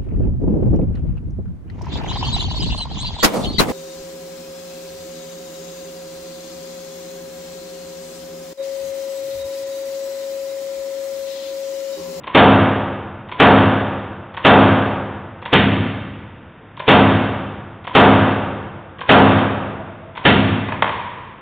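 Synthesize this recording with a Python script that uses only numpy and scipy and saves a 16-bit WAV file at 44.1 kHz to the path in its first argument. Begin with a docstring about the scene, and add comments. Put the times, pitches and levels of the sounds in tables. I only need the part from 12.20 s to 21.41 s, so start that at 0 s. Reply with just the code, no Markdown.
"""A solenoid stapler on a table fires eight staples into a stack of paper, in a bare, echoing room.
Each time the trip lever ticks, the switch closes and the plunger is pulled down onto the anvil:
the table thumps, the frame knocks, the steel driver clashes and bounces, and standing waves ring on.
At the end the paper is drawn out and the lever snaps back. Behind it lie murmuring air and, briefly,
a faint drone. The blows overload a close, narrow-band mono microphone."""
import sys
import numpy as np
from scipy import signal
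from scipy.fft import rfft, irfft, next_fast_len
from scipy.io import wavfile
from scipy.ndimage import uniform_filter1d

SR = 44100
rng = np.random.default_rng(int(sys.argv[2]) if len(sys.argv) > 2 else 0)


def file_out(sig):
    """Save sig as 16-bit WAV at sys.argv[1]."""
    # one column per channel
    cols = np.atleast_2d(sig).T
    # limit, then scale
    lim = np.clip(cols, -1, 1)
    pcm = np.round(lim * 32767).astype(np.int16)
    wavfile.write(sys.argv[1], SR, pcm)


N = 406161
TOP_HZ = 4800  # upper edge of the noises and of the microphone
AGE = np.arange(2 * SR) / SR  # seconds since a contact

# The staples. Each row: time of the blow in seconds, knock of the frame in dB,
# pull-in from switch to blow in seconds, travel from lever tick to switch in seconds.
STAPLES = [(0.1474, -2.5, .0768, .035), (1.198, -3, .0822, .028), (2.2475, -2, .079, .028),
           (3.328, -22, .0745, .034), (4.6785, -6, .0835, 0.026), (5.7495, -3, .0795, .027),
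           (6.8905, -3.5, .083, 0.022), (8.0504, -16.5, .079, .019)]
# The withdrawn paper nudges the lever. Each row: start in seconds, knock of the lever in dB.
PAPER_NUDGES = [(8.484, -23.5), (8.518, -18.5)]
# Ring of the steel driver. Each row: pitch in Hz, width in Hz, relative level in dB.
DRIVER_RESONANCES = [(1197, 33, -1), (1390, 29, 0), (1511, 20, -1), (1747, 50, -1.5), (1947, 46, -2.5),
                     (2180, 15, -2), (2687, 32, 1), (3100, 30, -1), (3620, 22, 2.5)]
# Modes of housing, table and room. Each row: pitch in Hz, relative level in dB, 60 dB decay in seconds.
STANDING_WAVES = [(90.7, -22.5, 2.26), (104, -10, 1.545), (140.3, -29, 2.5), (152.74, -11, 1.12),
                  (200.5, -10.5, 1.41), (210, -16, 1.3), (242, -17, 0.69), (267.8, -4.5, 1.107),
                  (305, -23.5, 1.3), (342.2, -17.5, 1.72), (446, -21, 1.2), (453.4, -18.5, 1.46),
                  (525, -16.5, 1.51), (583, -17.5, 1.2), (624, -12.5, 1), (645, -24, 1.2),
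                  (720.7, -10.5, 0.93), (769, -18.5, 1.3), (850, -27, 1.4), (926, -18.5, 1.48),
                  (1140, -21.5, 1.5)]
# Noise colours. Each row: frequency in Hz, relative spectral level in dB.
TABLE_THUMP = [(20, -22), (50, -15.5), (75, -5.5), (110, -0.5), (200, 1.5), (300, -1.5), (450, -10.5),
               (900, -34.5)]
FRAME_KNOCK = [(150, -25.5), (260, -5), (450, -2), (750, 0), (1200, -4.5), (1600, -6), (2000, -17),
               (3500, -43.5)]
STEEL_CLASH = [(120, -25), (300, 4.5), (700, 2.5), (1200, -0.5), (2100, -0.5), (2700, 0), (3400, -1),
               (4200, -11.5)]
LEVER_ROOM_RING = [(500, -43), (880, -13), (1000, 18.5), (1120, 3), (1300, -31), (2200, -24.5)]
CONTACT_SNAP = [(200, -18), (700, -3.5), (1300, -3), (2000, -0.5), (2600, -1), (3300, 2), (4200, -8.5)]
LEVER_KNOCK = [(150, -32.5), (500, -11), (800, -12.5), (950, 0), (1100, -2.5), (1300, -15.5), (1900, -11.5),
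               (2500, -16), (4000, -31.5)]
DRONE_BAND = [(520, -49.5), (600, -14.5), (625, -9.5), (665, -5), (690, -18.5), (800, -52.5)]
ROOM_AIR = [(15, -31.5), (25, -10), (134, 6), (333, -2), (672, -7), (1010, -5.5), (1140, -7.5), (1300, -7),
            (2160, -14.5), (2620, -15.5), (3170, -20.5), (3670, -21), (4000, -43), (5200, -64),
            (8800, -120)]
# The room's tail. Each row: frequency in Hz, 60 dB decay in seconds.
ROOM_DECAY = [(80, 1.86), (250, 1.44), (600, 1.455), (1300, 1.516), (2600, 1.38), (4000, 1.19)]
# Slap off the nearest walls. Each row: delay in seconds, level in dB.
WALL_ECHOES = [(0.0202, -6.5), (0.033, -13), (0.041, -12), (0.054, -10.5), (0.071, -11)]
# Tone of the microphone. Each row: frequency in Hz, gain in dB (only the cuts are applied).
MICROPHONE_CURVE = [(20, 3.5), (3550, -1), (3800, -2), (3950, -13.5), (4300, -9.5), (4500, -29),
                    (4800, -39.5)]


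def blows():
    """The plunger hits the same spot each time: table and frame ring alike, loose steel rattles anew."""
    out = np.zeros(N)
    table = struck(TABLE_THUMP, t60=0.29, direct_db=-2.5, attack_s=0.0033, room_db=-6.5, build_s=0.02)
    frame = struck(FRAME_KNOCK, t60=0.38, direct_db=3.5, attack_s=0.018, room_db=-3, build_s=0.011)
    for start, thump_db, knock_db, clash_db in blow_levels():
        steel = struck(STEEL_CLASH, t60=0.3, direct_db=14.5, attack_s=0.0042, room_db=4, build_s=0.015)
        add(out, start, amp(thump_db) * table + amp(knock_db) * frame + amp(clash_db) * steel_ring(steel))
    return out


def blow_levels():
    """A harder knock brings a little more thump and clash."""
    for start, knock_db, *_ in STAPLES:
        thump_db = -4 + 0.11 * knock_db
        clash_db = -15.5 + 0.15 * knock_db
        yield start, thump_db, knock_db, clash_db


def struck(colour, t60, direct_db, attack_s, room_db, build_s):
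    """A part with dense modes rings briefly while the room fills and rings on."""
    direct = amp(direct_db) * noise(colour) * fade(t60) * rise(attack_s)
    return direct + amp(room_db) * room_tail(colour) * rise(build_s)


def steel_ring(sound, ring_db=-2):
    """The steel driver favours its own narrow resonances."""
    def peaks(hz):
        return sum(amp(db) * 1j * hz * width / (pitch ** 2 - hz ** 2 + 1j * hz * width)
                   for pitch, width, db in DRIVER_RESONANCES)
    return filtered(sound, lambda hz: 1 + amp(ring_db) * peaks(hz))


def driver_bounce(typical_delay_s=0.022, bounce_db=-1):
    """The driver bounces off the staple and lands again, harder after a heavy knock."""
    out = np.zeros(N)
    for start, knock_db, *_ in STAPLES:
        landing = steel_ring(noise(STEEL_CLASH) * fade(t60=0.13) * rise(0.001))
        add(out, start + typical_delay_s * rng.uniform(0.67, 1.3), amp(knock_db + bounce_db) * landing)
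    return out


def plunger(ring_db=-34, ring_lead_s=0.04, ring_width_s=0.017, scrape_db=-21, scrape_s=0.0066):
    """Just before each blow the lever's 1 kHz ring hangs in the room and the plunger scrapes down."""
    out = np.zeros(N)
    countdown = AGE[:SR // 8][::-1]  # seconds left until the blow
    for blow, *_ in STAPLES:
        ring = noise(LEVER_ROOM_RING, len(countdown)) * swell(countdown, ring_lead_s, ring_width_s)
        scrape = noise(STEEL_CLASH, len(countdown)) * np.exp(-countdown / scrape_s)  # ever faster
        add(out, blow - countdown[0], amp(ring_db) * ring + amp(scrape_db) * scrape)
    return out


def switch(snap_room_db=-10, lever_room_db=-14, wall_hz=2200, stop_db=-2):
    """The contact snaps, the lever knocks on its stop a moment later, and the room answers."""
    near, far = np.zeros(N), np.zeros(N)
    for start, snap_db, lever_db, lag in switch_cues():
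        add(near, start, amp(snap_db) * tap(CONTACT_SNAP, t60=0.026, attack_s=0.00031))
        add(near, start + lag, amp(lever_db) * tap(LEVER_KNOCK, t60=0.041, attack_s=0.00069))
        # steel meets steel at the stop
        add(near, start + lag, amp(snap_db + stop_db) * tap(CONTACT_SNAP, t60=0.088, attack_s=0.0003))
        snap_tail = amp(snap_db + snap_room_db) * room_tail(CONTACT_SNAP)
        lever_tail = amp(lever_db + lever_room_db) * room_tail(LEVER_KNOCK)
        add(far, start, (snap_tail + lever_tail) * rise(0.034))
    dulled = filtered(near, lambda hz: 1 / np.hypot(1, hz / wall_hz))  # the walls soak up treble
    for delay, db in WALL_ECHOES:
        add(far, delay, amp(db) * dulled)
    return near + far


def switch_cues():
    """The clicks. Each row: start in seconds, snap in dB, lever knock in dB, its lag in seconds."""
    paper_ticks = [(blow - pull_in - travel, -41, -32.5, 0.005) for blow, _, pull_in, travel in STAPLES]
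    closings = [(blow - pull_in, -31, -24, 0.005) for blow, _, pull_in, _ in STAPLES]
    nudges = [(start, lever_db - 21, lever_db, 0.003) for start, lever_db in PAPER_NUDGES]
    release = (8.6225, -19.5, -6, 0.00062)  # the freed lever springs back
    return paper_ticks + closings + nudges + [release]


def tap(colour, t60, attack_s):
    """One short contact whose first 5 ms have rms 1."""
    sound = noise(colour) * fade(t60) * rise(attack_s)
    return sound / np.std(sound[:SR // 200])


def standing_waves(feed_db=5, bloom_s=0.058, crossover_hz=250):
    """Standing waves bloom after each blow: low ones fed by the table, higher ones by the frame."""
    out = np.zeros(N)
    for hz, db, t60 in STANDING_WAVES:
        wave = amp(db + feed_db) * fade(t60) * rise(bloom_s) * np.sin(2 * np.pi * (hz * AGE + rng.random()))
        frame_share = hz ** 2 / (hz ** 2 + crossover_hz ** 2)
        for start, thump_db, knock_db, _ in blow_levels():
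            add(out, start, ((1 - frame_share) * amp(thump_db) + frame_share * amp(knock_db)) * wave)
    return out


def room_tail(colour):
    """The room's diffuse answer; the treble dies first."""
    hz, t, spectrum = signal.stft(noise(colour), SR, nperseg=1024)
    decay = np.exp(-np.log(1000) * t / along(ROOM_DECAY, hz)[:, None])
    return signal.istft(spectrum * decay, SR, nperseg=1024)[1][:len(AGE)]


def faint_drone(level_db=-42, centre_s=7.7, width_s=0.39):
    """A faint wavering tone comes and goes, cresting before the last staple."""
    return amp(level_db) * noise(DRONE_BAND, N) * swell(np.arange(N) / SR, centre_s, width_s)


def room_tone(level_db=-42):
    """Steady murmur of the air in the room."""
    return amp(level_db) * noise(ROOM_AIR, N)


def amp(db):
    """Decibels to gain."""
    return 10 ** (np.asarray(db) / 20)


def along(curve, hz):
    """A curve's value at hz, on a log frequency axis."""
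    frequencies, values = np.transpose(curve)
    return np.interp(np.log(hz + 1), np.log(frequencies + 1), values)


def filtered(sound, response):
    """Equalise a sound; response gives the gain at each frequency."""
    size = next_fast_len(len(sound) + SR // 2)
    return irfft(rfft(sound, size) * response(np.fft.rfftfreq(size, 1 / SR)), size)[:len(sound)]


def noise(colour, size=len(AGE)):
    """Coloured noise below TOP_HZ, at rms 1."""
    sound = filtered(rng.standard_normal(size), lambda hz: amp(along(colour, hz)) * (hz < TOP_HZ))
    return sound / np.sqrt(np.mean(sound ** 2) + 1e-20)


def fade(t60):
    """Exponential decay, 60 dB in t60 seconds."""
    return np.exp(-np.log(1000) * AGE / t60)


def rise(seconds):
    """Soft attack of a vibration."""
    return 1 - np.exp(-AGE / seconds)


def swell(t, centre, width):
    """Bell-shaped fade in and out."""
    return np.exp(-((t - centre) / width) ** 2)


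def add(track, start_s, sound):
    """Mix a sound into the track."""
    first = max(round(start_s * SR), 0)
    part = track[first:first + len(sound)]
    part += sound[:len(part)]


def scene():
    """Stapler and room, mixed in mono."""
    mono = blows() + driver_bounce() + standing_waves() + plunger() + switch()
    mono = mono + faint_drone() + room_tone()
    return np.array([mono, mono])


def limiter(sound, ceiling_db=-6, window_s=0.016):
    """Gain control holds the running level under a ceiling."""
    level = np.sqrt(np.abs(uniform_filter1d(sound ** 2, int(window_s * SR))))
    return sound / (1 + (level / amp(ceiling_db)) ** 4) ** (1 / 4)


def record(dry, headroom=0.98, full_scale=0.95, crackle_hz=8000, crackle_top_hz=16000):
    """The microphone chain limits, rounds off peaks and narrows the band; crests clip and crackle."""
    held = limiter(dry.mean(axis=0))
    rounded = held / (1 + np.abs(held / headroom) ** 6) ** (1 / 6)
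    narrow = filtered(rounded, lambda hz: amp(np.minimum(along(MICROPHONE_CURVE, hz), 0)) * (hz < TOP_HZ))
    clipped = np.clip(narrow, -full_scale, full_scale)
    softened = filtered(clipped, lambda hz: (hz < crackle_top_hz) / np.hypot(1, (hz / crackle_hz) ** 3))
    return np.array([softened, softened])


dry = scene()
out = record(dry)
file_out(out)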